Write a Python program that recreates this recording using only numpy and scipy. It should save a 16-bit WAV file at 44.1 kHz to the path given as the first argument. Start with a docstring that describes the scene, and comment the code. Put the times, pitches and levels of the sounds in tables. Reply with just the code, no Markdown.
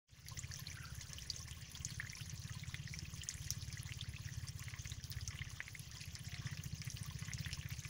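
"""Water spraying on a banana plant

Water from an irrigation line hits a young banana plant and falls on wet soil and a puddle.
Near drops plink as they trap air, smack on the soil and splat in shallow water, over patter and hiss.
The pulsing stream drums on a broad leaf about 16 times a second, which makes a low, throbbing hum.
Behind it the puddle gurgles, the air rumbles, and two faint calls, probably birds, come from far off."""
import sys
import numpy as np
from scipy import signal
from scipy.fft import rfft, irfft, next_fast_len
from scipy.io import wavfile
from scipy.ndimage import uniform_filter1d, map_coordinates

SR = 44100
rng = np.random.default_rng(int(sys.argv[2]) if len(sys.argv) > 2 else 0)


def master_out(mix):
    """Clip the mix to full scale and print it as 16-bit PCM to the path in sys.argv[1]."""
    frames = np.transpose(np.atleast_2d(mix))
    ceiling = np.clip(frames, -1, 1)
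    pcm = np.round(ceiling * 32767).astype(np.int16)
    wavfile.write(sys.argv[1], SR, pcm)


N = 347949

# Near drops that trap a bubble. Each row: start in seconds, level in dB, pitch in Hz, splash in dB.
BUBBLE_DROPS = [(0.2637, -39, 2050, -49.5), (0.3716, -43.5, 1980, -45), (0.3903, -29.5, 6850, -60),
                (0.4355, -45, 2060, -62), (0.444, -44.5, 2330, -60), (0.512, -41.5, 1760, -62.5),
                (0.5177, -39, 4600, -62), (0.5434, -47, 1870, -64), (0.5586, -38, 5800, -44.5),
                (0.5884, -46, 3580, -62), (0.603, -42.5, 4370, -68), (0.6694, -32.5, 4090, -67),
                (0.682, -45, 2250, -64), (0.7134, -41.5, 2200, -58), (0.786, -44, 1820, -68),
                (0.853, -40, 4500, -60), (1.007, -45.5, 2030, -68), (1.01, -37, 6350, -42),
                (1.1834, -35.5, 3030, -66), (1.221, -36, 5700, -66), (1.2991, -31, 5900, -69),
                (1.3003, -25, 4530, -69), (1.3342, -42.5, 3660, -56), (1.3624, -33, 6140, -56),
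                (1.483, -44.5, 2100, -66), (1.527, -41.5, 3020, -71), (1.75, -39, 3260, -46),
                (1.8063, -44, 3000, -67), (1.9041, -39, 4200, -46), (1.9205, -45, 3060, -62),
                (1.998, -29.5, 1765, -68), (2.0023, -33, 2070, -68), (2.026, -43, 1650, -67),
                (2.047, -42, 1670, -68), (2.069, -39.5, 1950, -71), (2.098, -35, 5660, -70),
                (2.131, -37.5, 2150, -67), (2.151, -37, 5550, -50), (2.169, -41.5, 2260, -60),
                (2.208, -41, 2900, -46), (2.296, -36.5, 5970, -50), (2.4755, -45, 3640, -56),
                (2.495, -42.5, 1810, -61), (2.6349, -39.5, 2150, -68), (2.875, -40.5, 1910, -64),
                (2.9373, -35.5, 2170, -46.5), (3.053, -41.5, 2480, -62), (3.2152, -35.5, 2930, -82),
                (3.3004, -38.5, 1990, -60), (3.3098, -38.5, 4350, -62), (3.3238, -48, 3670, -65),
                (3.3396, -36.5, 7200, -64), (3.3775, -46, 2260, -64), (3.4765, -45.5, 1890, -58),
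                (3.701, -46, 2220, -56), (3.771, -38.5, 1900, -64), (3.891, -40, 2050, -75),
                (4.0096, -31.5, 3480, -70), (4.136, -44, 1960, -66), (4.1624, -41, 2450, -68),
                (4.1687, -45.5, 3350, -64), (4.287, -41.5, 1900, -62), (4.917, -36, 3760, -65),
                (5.2096, -37.5, 4950, -50), (5.3888, -37.5, 2850, -72), (5.416, -33.5, 1970, -56),
                (5.7498, -36, 2030, -71.5), (5.97, -40.5, 4850, -68), (6.0381, -39, 2550, -59),
                (6.3974, -45, 3300, -62), (6.9696, -39, 4550, -64), (7.0995, -45, 3310, -53),
                (7.2506, -39, 6700, -69), (7.3886, -39, 4760, -64), (7.4472, -36.5, 3320, -48.5),
                (7.7917, -36, 6060, -68)]
# Near drops on soil and stem. Each row: start in seconds, level in dB, pitch in Hz, splash in dB.
SMACK_DROPS = [(0.284, -36, 4600, -45), (0.5382, -29.5, 5740, -59), (0.595, -36, 11800, -53),
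               (0.7289, -39.5, 6500, -65), (1.009, -49, 4670, -66), (1.1315, -33, 6100, -47.5),
               (1.5108, -39, 6740, -60), (1.5106, -38, 2860, -65), (1.7147, -47, 6440, -53),
               (1.7732, -43, 5180, -56), (1.848, -21.5, 6400, -50), (2.3765, -36.5, 5400, -69),
               (2.4383, -37.5, 5650, -59), (2.5234, -39.5, 6290, -63), (2.595, -36.5, 3900, -66),
               (2.743, -33, 3330, -52), (2.931, -37, 5790, -61), (2.9884, -29, 5430, -61),
               (3.235, -34, 6940, -50), (3.2878, -20, 6200, -59), (3.443, -37, 5410, -58),
               (3.469, -41, 6160, -43), (3.5044, -19.5, 5700, -41), (3.6242, -36.5, 4010, -66),
               (3.6806, -40.5, 6140, -52), (3.7262, -36, 5340, -43), (3.921, -31, 2550, -75),
               (3.936, -39, 6360, -47), (4.012, -36, 4830, -67), (4.016, -39, 3000, -66),
               (4.338, -38.5, 6240, -64), (4.4847, -37.5, 8700, -46), (4.5938, -37.5, 6040, -63),
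               (4.7009, -42, 5610, -56), (4.8736, -38, 6300, -63), (4.8982, -36.5, 6680, -53),
               (5.0395, -34, 5100, -49), (5.1013, -31.5, 15200, -67), (5.1155, -33, 4940, -51),
               (5.125, -37, 3560, -52), (5.276, -27, 6120, -48), (5.5022, -37.5, 6190, -70),
               (5.794, -46, 5770, -47.5), (5.9135, -40, 5900, -50), (6.013, -34, 4570, -53),
               (6.1519, -32, 5050, -43.5), (6.343, -35.5, 3900, -67), (6.5721, -35.5, 5000, -54),
               (6.637, -41, 5900, -61), (6.6568, -42.5, 6240, -65), (6.8159, -31, 5400, -53),
               (6.9006, -31, 5800, -52), (6.9182, -39, 5450, -56), (6.971, -47, 3600, -58),
               (7.0294, -36, 9100, -70), (7.3344, -27, 6200, -44), (7.513, -35, 2770, -57),
               (7.529, -32, 2830, -40), (7.836, -38, 6350, -60)]
# Heavy drops in shallow water. Each row: start in seconds, level in dB, pitch in Hz, ringing in dB.
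SPLAT_DROPS = [(2.743, -32.5, 2020, -55), (4.624, -40, 1960, -54), (4.6824, -37.5, 2040, -62),
               (4.706, -42, 2640, -58), (4.738, -36, 2020, -52.5), (4.775, -44, 2000, -66),
               (4.855, -38, 2060, -59), (4.9187, -46, 2000, -57), (5.1675, -45, 2070, -67),
               (5.185, -41, 1930, -68), (5.307, -42, 2140, -51.5), (5.3284, -44, 2030, -58),
               (5.356, -40, 2020, -62), (5.3889, -40, 2230, -58), (5.4142, -40, 3210, -58),
               (5.45, -41.5, 2700, -55.5), (5.6035, -27, 1940, -67), (5.68, -37, 2100, -64),
               (6.159, -42, 1880, -69), (6.284, -42.5, 2180, -66), (6.317, -40, 3560, -62),
               (6.3209, -41, 1860, -66), (6.342, -37.5, 2150, -64), (6.363, -44, 1930, -71),
               (6.469, -36.5, 1920, -52.5), (6.529, -36.5, 1870, -67), (6.573, -38, 2540, -57.5),
               (6.599, -39.5, 2900, -56), (6.817, -36, 2210, -55.5), (6.874, -35, 2070, -53.5),
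               (6.9697, -38.5, 2900, -60), (7.223, -39.5, 2300, -51), (7.2826, -39.5, 1920, -48.5),
               (7.3153, -34.5, 2040, -61), (7.378, -43.5, 2030, -60), (7.426, -43, 2290, -67),
               (7.4474, -44, 2400, -68), (7.46, -33.5, 1890, -62), (7.491, -40, 2060, -53),
               (7.612, -39, 2730, -72), (7.6594, -40.5, 2140, -51), (7.7043, -44, 2140, -58),
               (7.7153, -45, 2190, -58), (7.735, -40.5, 2700, -65), (7.8226, -46, 2150, -60),
               (7.8494, -35, 2420, -52)]
# Drops that sound the hollow's lowest notes. Each row: start in seconds, level in dB, pitch in Hz.
PLOP_DROPS = [(0.3149, -45, 1060), (0.3885, -54, 1170), (0.4953, -56, 1090), (0.59, -49, 1050),
              (1.4014, -52, 1080), (1.569, -54, 1083), (1.817, -54, 1090), (2.4995, -50, 1270),
              (2.5511, -48, 1020), (4.595, -51, 1050), (4.7385, -49, 1070), (5.284, -52, 1320),
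              (6.4205, -51, 1090), (7.0542, -48, 1160)]
# Tiny droplets bursting on the stem. Each row: start in seconds, level in dB, pitch in Hz.
TICK_DROPS = [(0.285, -42, 11000), (0.951, -46.5, 11100), (1.1345, -46, 8700), (1.274, -49, 9800),
              (1.395, -44.5, 9500), (1.511, -47, 8400), (1.7168, -43, 11000), (1.9035, -48, 11100),
              (3.236, -45, 9300), (3.2885, -41, 9400), (3.341, -47.5, 10500), (3.5053, -33, 14700),
              (3.8315, -43.5, 10600), (4.5945, -44.5, 12000), (4.6395, -46, 9400), (4.8995, -44, 10200),
              (5.277, -52, 10800), (5.7945, -42, 10900), (6.0555, -45.5, 10900), (6.192, -46, 9700),
              (6.6395, -41, 15000), (6.6585, -52, 14600), (6.8505, -46, 10900), (6.9095, -46, 10400),
              (7.0625, -44, 15400), (7.483, -42, 10500), (7.689, -46, 13000), (7.707, -43, 14800),
              (7.803, -48.5, 11400)]
# Bubbles that form at random. 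Each row: how many (rounded down), typical pitch in Hz,
# pitch spread in octaves, typical level in dB.
BUBBLE_SIZES = [(16, 1050, 0.051, -56), (16, 1920, 0.18, -57), (7.5, 5900, 0.15, -58)]
# Strength of the falling water. Each row: time in seconds, puddle level in dB, soil level in dB.
SHOWER_LEVELS = [(0.45, -62, -59), (0.76, -63, -59.5), (1.13, -65.5, -59.5), (2.16, -62, -59.5),
                 (2.47, -62.5, -59), (2.76, -63, -59.5), (3.15, -63, -58), (4.53, -63, -60),
                 (4.65, -62.5, -59.5), (5.93, -63, -60.5), (6.41, -60.5, -58.5), (6.88, -64.5, -59),
                 (7.48, -59.5, -58.5), (7.85, -61.5, -57.5)]

# The stream on the leaf. Each row: time in seconds, force in dB, the leaf's pitch in Hz.
STREAM_FORCE = [(0.15, -40.5, 107), (0.33, -43, 106), (0.45, -36.5, 105), (0.56, -42, 111),
                (0.86, -43, 116), (0.94, -39, 110), (1.22, -46.5, 105), (1.36, -42.5, 103),
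                (1.8, -41.5, 118), (1.95, -39, 117), (2.1, -41.5, 114), (2.35, -39, 116),
                (2.85, -37, 125.4), (3.2, -39, 116), (3.4, -37.5, 106), (4.35, -36.5, 109),
                (4.95, -39, 105), (5.2, -36.5, 102), (5.45, -39, 104), (5.9, -43, 117.5),
                (6.35, -36.5, 117.7), (7.3, -34.5, 121.4), (7.89, -37, 117)]
# How fast the stream pulses. Each row: time in seconds, pulses per second.
PULSE_RATES = [(0.13, 14.98), (0.38, 16.5), (1.89, 17.29), (2.11, 16.74), (3.12, 17.8), (3.22, 18.8),
               (3.87, 17.39), (4.45, 17.06), (5.06, 15.69), (5.2, 16.98), (5.64, 15.5), (5.78, 13.68),
               (6.33, 16.24), (6.56, 14.99), (6.66, 13.96), (7.19, 14.55), (7.33, 16.96), (7.89, 14.29)]
# The stream slips off the leaf. Each row: middle in seconds, half length in seconds, loss in dB.
STREAM_MISSES = [(1.703, 0.048, 8), (2.166, 0.036, 12), (3.285, 0.032, 27), (5.63, 0.045, 14)]
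# How the struck leaf swings. Each row: multiple of its pitch, level in dB, half length in seconds.
LEAF_SWINGS = [(0.663, -16, 0.016), (1.011, 0, 0.006), (1.318, -16.5, 0.017)]
# The leaf's softer noises. Each row: time in seconds, flutter level in dB, wet slap level in dB.
LEAF_NOISES = [(.3, -54, -71), (1.3, -55, -71), (2.2, -54, -69), (2.9, -52, -67.5), (3.5, -53, -65),
               (4.1, -53.5, -72), (4.75, -54, -72), (5.3, -52.5, -65.5), (5.9, -56, -75), (6.4, -53, -61),
               (6.9, -53.5, -67), (7.3, -51.5, -59), (7.89, -54.5, -70)]

# Notes of the muddy hollow around the stem. Each row: pitch in Hz, level in dB, seconds to fade 60 dB.
HOLLOW_NOTES = [(1095, -3, 0.068), (1209, -3.5, 0.046), (1470, -4, 0.056), (1723, -1.5, 0.087),
                (2027, -1.5, 0.092), (2420, -3, 0.071), (2690, -9, 0.046), (3024, -3, 0.053)]
# Water running in the puddle. Each row: time in seconds, hollow level in dB, deep burble level in dB.
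GURGLE_LEVELS = [(.3, -77, -75), (.6, -66, -79), (1.0, -67, -75), (1.35, -66.5, -75), (1.8, -69, -84),
                 (2.6, -71.5, -92), (3.3, -70.5, -95), (4.7, -73, -91), (5.9, -73, -95), (6.5, -71, -85),
                 (7.3, -68.5, -75), (7.89, -71, -93)]
# Distant calls. Each row: start in seconds, length in seconds, pitch in Hz, pitch slide in Hz,
# pitch blur in Hz, rasps per second, level in dB.
FAR_CALLS = [(0.743, 0.17, 1506, -67, 300.3, 30, -55), (6.258, 0.14, 710, -1, 30.1, 0.5, -69)]
# The opening fade; its last gain holds to the end. Each row: time in seconds, gain in dB.
FADE_IN = [(0, -80), (.06, -71), (.085, -22.5), (.13, -12.5), (.24, -11), (.3, -3.5)]

# A sound's colour is how strong its lows and highs are. Each row: frequency in Hz, gain in dB.
SPLASH_COLOUR = [(600, -15), (1900, -2), (3500, 4), (6000, 11), (8000, -16), (10500, -5), (13000, -25),
                 (15300, -30)]  # the splash of a near drop
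CRACK_COLOUR = [(800, -21), (2500, 1), (4500, 4.5), (6400, 14), (8100, 2), (10300, 8.5), (13000, -17),
                (15300, -4)]  # a hard impact
PUDDLE_COLOUR = [(300, -24), (900, -18), (1080, -11), (1330, -11.5), (1550, -8.5), (1750, -1), (2050, -0.5),
                 (2400, -2.5), (3200, 2.5), (3700, -4.5), (6000, -9), (12000, -34)]  # small splashes in the puddle
SOIL_COLOUR = [(500, -12.5), (1500, -5.5), (3000, -5.5), (3700, -8), (4800, -2), (6300, 2.5), (7100, -5),
               (8000, -16.5), (9000, -13.5), (10300, -9), (12500, -18.5), (14000, -23), (14900, -5),
               (15700, -6), (16000, -35)]  # spray on soil and stem
FLUTTER_COLOUR = [(25, -42.5), (48, -17.5), (65, 3.5), (110, -4), (160, -3.5), (195, -13), (300, -26.5),
                  (700, -67)]  # the fluttering leaf
# water spreading over the leaf
SLAP_COLOUR = [(120, -18.5), (210, 5.0), (300, -0.5), (430, -5.0), (900, -27.5), (3000, -57)]
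BURBLE_COLOUR = [(250, -31), (430, -11), (520, 0), (620, -9), (900, -27.5)]  # the puddle's deep burble
AIR_COLOUR = [(8, -9), (17, 3), (35, 1), (70, -8.5), (150, -7), (220, -9.5), (320, -14), (500, -18),
              (800, -20.5), (2000, -42.5), (16000, -52)]  # the rumble of open air

START_DELAY_S = .0007  # short delay added to the start of each near bubble, smack and splat
TOP_HZ = 15900  # the highest frequency kept


def near_bubbles(level_db=0.8, splash_db=-2.0, splash_s=0.11, lingering=0.1):
    """Close drops splash and trap air that rings with a plink; louder ones ring longer."""
    times, db, hz, spray_db = np.transpose(BUBBLE_DROPS)
    starts = times + START_DELAY_S
    splash = bursts(starts, spray_db + splash_db, splash_s) * patchy_noise(SPLASH_COLOUR, depth_db=7.0)
    swell_s = swell_time(hz) * amp(lingering * (db - db.mean()))
    rings = landings(starts, db + level_db, hz, swell_s, rise=0.17, bounce_db=-10.0, scatter_db=-19.0)
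    return rings + splash


def near_smacks(level_db=1.0, splash_db=-2.5, splash_s=0.1, crack_db=-2, crack_s=0.014):
    """Close drops hit soil and stem: a tick, a brief splash, and a crack that grows with both."""
    times, db, hz, spray_db = np.transpose(SMACK_DROPS)
    starts = times + START_DELAY_S
    splash = bursts(starts, spray_db + splash_db, splash_s) * patchy_noise(SPLASH_COLOUR, depth_db=7.5)
    crack = bursts(starts, (db + spray_db) / 2 + crack_db, crack_s)
    crack *= patchy_noise(CRACK_COLOUR, depth_db=4.5)
    flatten_s = np.maximum(0.00043, 0.9 / hz)  # big, low drops take longer to flatten
    ticks = landings(starts, db + level_db, hz, flatten_s,
                     rise=0.11, bounce_db=-11.0, scatter_db=-22.0, steep=2.3)
    return ticks + splash + crack


def near_splats(ring_db=-1.0, vary_db=3, attack_s=0.00082):
    """Heavy drops slap the shallow water with a dry knock, and the muddy hollow rings faintly."""
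    times, db, hz, hollow_db = np.transpose(SPLAT_DROPS)
    starts = times + START_DELAY_S
    t = np.arange(SR // 10) / SR
    ring = 0
    for note_hz, note_db, fade_s in HOLLOW_NOTES:
        level = hollow_db + ring_db + note_db + vary_db * rng.standard_normal(len(starts))
        tone = np.sin(2 * np.pi * (note_hz * t + rng.random((len(starts), 1))))
        ring = ring + amp(level[:, None] - 60 * t / fade_s) * tone
    knock = landings(starts, db, hz, swell_s=1 / hz,
                     rise=0.016, bounce_db=-15, scatter_db=-13.5, scatter_s=0.071, steep=0.56)
    return knock + placed(starts, ring * (1 - np.exp(-t / attack_s)))


def hollow_plops(level_db=-1, attack_s=0.0011, ring_s=0.08):
    """Drops in the deepest part of the puddle give a small, round, ringing plop."""
    starts, db, hz = np.transpose(PLOP_DROPS)
    t = np.arange(SR // 10) / SR
    loudness = amp(db[:, None] + level_db - 60 * t / ring_s) * (1 - np.exp(-t / attack_s))
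    return placed(starts, loudness * np.sin(2 * np.pi * hz[:, None] * t))


def spray_ticks(level_db=-0.5, tick_s=0.0068, after_db=-12, after_s=0.046, size=2048):
    """Tiny, fast droplets burst on the stem: a sharp tick, then a trace of fizz."""
    starts, db, hz = np.transpose(TICK_DROPS)
    t = np.arange(size) / SR
    fizz = pitched_noise(hz, db + level_db, size, width_octaves=0.12)
    return placed(starts, fizz * (amp(-60 * t / tick_s) + amp(after_db - 60 * t / after_s)))


def stray_smacks(count=44, level_db=-57, spread_db=4.0, crack_s=0.02):
    """Lighter drops crack on the soil at random."""
    db = level_db + spread_db * np.clip(rng.standard_normal(count), -2, 2)
    return bursts(random_times(count), db, crack_s) * patchy_noise(CRACK_COLOUR, depth_db=4.0, size=128)


def stray_bubbles():
    """Bubbles of three sizes plop and plink a little further off."""
    out = np.zeros(N)
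    for count, typical_hz, octaves, db in BUBBLE_SIZES:
        starts = random_times(int(count))
        pitch, softer_db = np.clip(rng.standard_normal((len(starts), 2)), -2, 2).T
        hz = typical_hz * 2 ** (octaves * pitch)
        out += landings(starts, db - softer_db, hz, swell_time(hz),
                        rise=0.028, bounce_db=-2.5, scatter_db=-4.0)
    return out


def shower(plop_db=1.36, tick_db=-4, mist_db=-5, wash_db=-1, hiss_db=-5):
    """Small drops plop in the puddle and tick on the soil; the finest spray blends into a hiss."""
    puddle_db, soil_db = curves(SHOWER_LEVELS)
    spurt_db = 1.2 * wobble(35)
    plops = patter(PUDDLE_COLOUR, count=1900, low_hz=979, high_hz=4090, cycles=1.0, spread_db=5.0)
    tinkles = patter(SOIL_COLOUR, count=950, low_hz=3575, high_hz=7730, cycles=2.25, spread_db=4.5)
    ticks = patter(SOIL_COLOUR, count=900, low_hz=3340, high_hz=8950, cycles=0.47, spread_db=0.0)
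    mist = patter(SOIL_COLOUR, count=700, low_hz=7500, high_hz=16500, cycles=2.2, spread_db=3.0)
    puddle = amp(plop_db) * plops + amp(wash_db) * patchy_noise(PUDDLE_COLOUR, depth_db=8.0, size=256)
    hiss = amp(hiss_db + 2.25 * wobble(90)) * patchy_noise(SOIL_COLOUR, depth_db=1.5)
    soil = tinkles + amp(tick_db) * ticks + amp(mist_db) * mist + hiss
    return amp(puddle_db + spurt_db) * puddle + amp(soil_db + spurt_db) * soil


def patter(colour, count, low_hz, high_hz, cycles, spread_db):
    """Many small drops land at random times; spread_db makes a few stand out."""
    when, pitch, weight, life = rng.random((count, 4)).T
    hz = low_hz * (high_hz / low_hz) ** pitch
    db = spread_db * np.minimum(-np.log(1 - weight), 3)
    swell_s = cycles * 2 ** (2 * life - 1) / hz
    drops = landings(when * N / SR, db, hz, swell_s, rise=0.073, bounce_db=-6.5, scatter_db=-13.5)
    return unit(coloured(drops, colour))


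def stem_echoes(sound, count=12, echo_db=-21, spacing_s=0.014 / 12):
    """Stems and lumps of soil add faint, quick echoes that colour the sound."""
    delays = (SR * spacing_s * (np.arange(count) + 1 + rng.random(count))).astype(int)
    echoes = sum(np.pad(sound, (delay, 0))[:N] for delay in delays)
    return (sound + amp(echo_db) * echoes) / np.sqrt(1 + count * amp(echo_db) ** 2)


def leaf_drum(slap_s=0.01, uneven_db=1.2, wet_db=3.0, size=1764):
    """Each pulse of water slaps the leaf and gives it one soft swing; it flutters in between."""
    times = pulse_times()
    clock = np.arange(N) / SR
    stream_db, leaf_hz = curves(STREAM_FORCE)
    flutter_db, slap_db = curves(LEAF_NOISES)
    missed_db = sum(db * np.exp(-((clock - middle) / half_s) ** 2) for middle, half_s, db in STREAM_MISSES)
    hits = (times * SR).astype(int)[:, None]
    pitch, width, weight, wetness = rng.standard_normal((len(times), 4)).T[:, :, None]
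    force = amp(stream_db[hits] - missed_db[hits] + uneven_db * weight)
    t = (np.arange(size) - size / 2) / SR  # zero is the middle of a push
    starts = times + t[0]
    phase = 2 * np.pi * leaf_hz[hits] * np.exp(.035 * pitch) * t

    def push(half_s):
        """A smooth rise and fall of force for each pulse."""
        return force * np.exp(-(t / (half_s * np.exp(0.15 * width))) ** 2 / 2)

    swings = -sum(amp(db) * push(half_s) * np.cos(ratio * phase) for ratio, db, half_s in LEAF_SWINGS)
    wet_pushes = placed(starts, amp(wet_db * wetness) * push(slap_s))
    slap = amp(slap_db - stream_db) * wet_pushes * noise(SLAP_COLOUR)
    flutter = amp(flutter_db - 0.42 * missed_db) * noise(FLUTTER_COLOUR)
    return placed(starts, swings) + slap + flutter


def pulse_times(first_s=.131):
    """Water lands on the leaf each time the stream completes a pulse."""
    rate, = curves(PULSE_RATES)
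    t = np.arange(N) / SR
    pulses = np.cumsum(rate) / SR
    pulses -= np.interp(first_s, t, pulses)
    return np.interp(np.arange(int(pulses[-1]) + 1), pulses, t)


def gurgle(swell_db=4.5, swells_per_s=22):
    """Running water keeps the hollow ringing softly, with a deeper burble underneath."""
    hollow_db, deep_db = curves(GURGLE_LEVELS)
    t = np.arange(SR // 5) / SR
    ring = sum(amp(db - 60 * t / fade_s) * np.sin(2 * np.pi * hz * t) for hz, db, fade_s in HOLLOW_NOTES)
    stir = amp(swell_db * wobble(swells_per_s)) * rng.standard_normal(N)
    hollow = amp(hollow_db) * unit(signal.fftconvolve(stir, ring)[:N])
    burble = amp(deep_db + swell_db * wobble(swells_per_s)) * noise(BURBLE_COLOUR)
    return hollow + burble


def far_calls():
    """A hoarse caw and a thin hoot, both blurred by distance."""
    out, t = np.zeros(N), np.arange(N) / SR
    for start, length, hz, slide_hz, blur_hz, rasp_hz, db in FAR_CALLS:
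        progress = np.clip((t - start) / length, 0, None)
        loudness = (1 - np.exp(-10 * progress)) / (1 + progress ** 10)
        phase = 2 * np.pi * np.cumsum(hz + slide_hz * np.minimum(progress, 1)) / SR
        rasp = 1 + 0.48 * np.cos(2 * np.pi * rasp_hz * (t - start))
        tone = wobble(blur_hz) * np.cos(phase) + wobble(blur_hz) * np.sin(phase)
        out += amp(db) * loudness * unit(rasp * tone)
    return out


def open_air(level_db=-63.0):
    """The low, steady rumble of the outdoors."""
    return amp(level_db) * noise(AIR_COLOUR)


def landings(starts, db, hz, swell_s, rise, bounce_db, scatter_db, scatter_s=0.1, steep=1, size=1280):
    """Each drop's sound bounces off the stem and the ground, then scatters among the plants."""
    stem, ground = rng.random((len(starts), 2)).T
    out = plinks(starts, db, hz, swell_s, rise, steep)
    for delay in (0.000955 + .0025 * stem, 0.0027 + 0.0055 * ground):
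        out = out + plinks(starts + delay, db + bounce_db, hz, swell_s, rise, steep)
    t = np.arange(size) / SR
    risen_hz = hz * (1 + rise / 2)
    tails = pitched_noise(risen_hz, db + scatter_db, size, width_octaves=0.24)
    return out + placed(starts, tails * amp(-60 * t / scatter_s) * (1 - np.exp(-t / 0.000081)))


def plinks(starts, db, hz, swell_s, rise, steep):
    """Short tones that swell and die; the pitch rises as trapped air nears the surface."""
    t = np.arange(int(SR * min(.016, 8 * swell_s.max() / steep))) / SR
    age = t / swell_s[:, None]
    phase = 2 * np.pi * hz[:, None] * t * (1 + rise * (np.tanh(age / 10) - np.tanh(1 / 2) / 2))
    shape = (age * np.exp(1 - age)) ** steep  # steep above 1: a tight tick; below 1: a ringing knock
    return placed(starts, amp(db)[:, None] * shape * np.sin(phase))


def swell_time(hz):
    """Seconds a bubble takes to reach its loudest; small, high ones are quicker."""
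    return 0.0012 * (1880 / hz) ** 0.7


def bursts(starts, db, fade_s):
    """A loudness curve that jumps at each start, then falls 60 dB in fade_s seconds."""
    t = np.arange(SR // 20) / SR
    return placed(starts, amp(db[:, None] - 60 * t / fade_s))


def pitched_noise(hz, db, size, width_octaves):
    """One short piece of noise around each pitch, size samples long."""
    octaves = np.log2((np.fft.rfftfreq(size, 1 / SR) + 1) / hz[:, None])
    spectrum = rfft(rng.standard_normal((len(hz), size)))
    pieces = irfft(spectrum / (1 + (octaves / width_octaves) ** 2), size)
    return pieces * amp(db)[:, None] / pieces.std(axis=1, keepdims=True)


def patchy_noise(colour, depth_db, size=512):
    """Noise that flares up in small patches of time and pitch; a smaller size makes them briefer."""
    spectra = signal.stft(rng.standard_normal(N), nperseg=size)[2]
    patches = uniform_filter1d(rng.standard_normal(spectra.shape), size=4, axis=0)
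    patches = uniform_filter1d(patches, size=3, axis=1)
    flares = amp(depth_db * np.minimum(unit(patches), 2))
    return unit(coloured(signal.istft(spectra * flares, nperseg=size)[1][:N], colour))


def noise(colour):
    """Steady noise with the given colour."""
    return unit(coloured(rng.standard_normal(N), colour))


def coloured(sound, colour):
    """Turn the lows and highs of a sound up or down to follow a colour table."""
    size = 2 * next_fast_len(N // 2 + SR // 4)
    hz, db = np.transpose(colour)
    gain = amp(np.interp(np.log(np.fft.rfftfreq(size, 1 / SR) + 1), np.log(hz), db))
    # folding the second half onto the first makes the filter ring only after a hit, never before
    folded = irfft(np.log(gain))
    folded[1:size // 2] *= 2
    folded[size // 2 + 1:] = 0
    return irfft(rfft(sound, size) * np.exp(rfft(folded)))[:N]


def placed(starts, waves):
    """Add the waves into one track, each at its own start time."""
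    samples = np.maximum(np.round(starts * SR).astype(int), 0)[:, None] + np.arange(waves.shape[1])
    return np.bincount(samples.ravel(), waves.ravel(), N)[:N]


def random_times(count):
    """Split the scene into count equal parts and pick a random time in each."""
    return (np.arange(count) + rng.random(count)) / count * N / SR


def wobble(rate):
    """A smooth curve through rate random values a second."""
    return map_coordinates(rng.standard_normal(int(N * rate / SR) + 4), [np.arange(N) * rate / SR])


def curves(rows):
    """Join a table's rows with straight lines: one curve for each column after the time."""
    times, *columns = np.transpose(rows)
    return [np.interp(np.arange(N) / SR, times, column) for column in columns]


def unit(sound):
    """Scale a sound so its average strength (rms) is 1."""
    return sound / np.sqrt(np.mean(sound ** 2) + 1e-20)


def amp(db):
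    """Turn decibels into a number to multiply by."""
    return 10 ** (np.asarray(db) / 20)


def scene():
    """Mix the near drops with the shower, the leaf and the background, in one channel."""
    steady = stem_echoes(shower()) + gurgle() + leaf_drum() + far_calls() + open_air()
    near = near_bubbles() + near_smacks() + near_splats() + hollow_plops() + spray_ticks()
    return (steady + near + stray_smacks() + stray_bubbles())[None]


def record(dry):
    """Fade the sound in and remove everything above TOP_HZ."""
    size = next_fast_len(N + SR // 2)
    faded = dry * amp(curves(FADE_IN)[0])
    kept = np.fft.rfftfreq(size, 1 / SR) < TOP_HZ
    return irfft(rfft(faded, size) * kept, size)[..., :N]


dry = scene()
out = record(dry)
master_out(out)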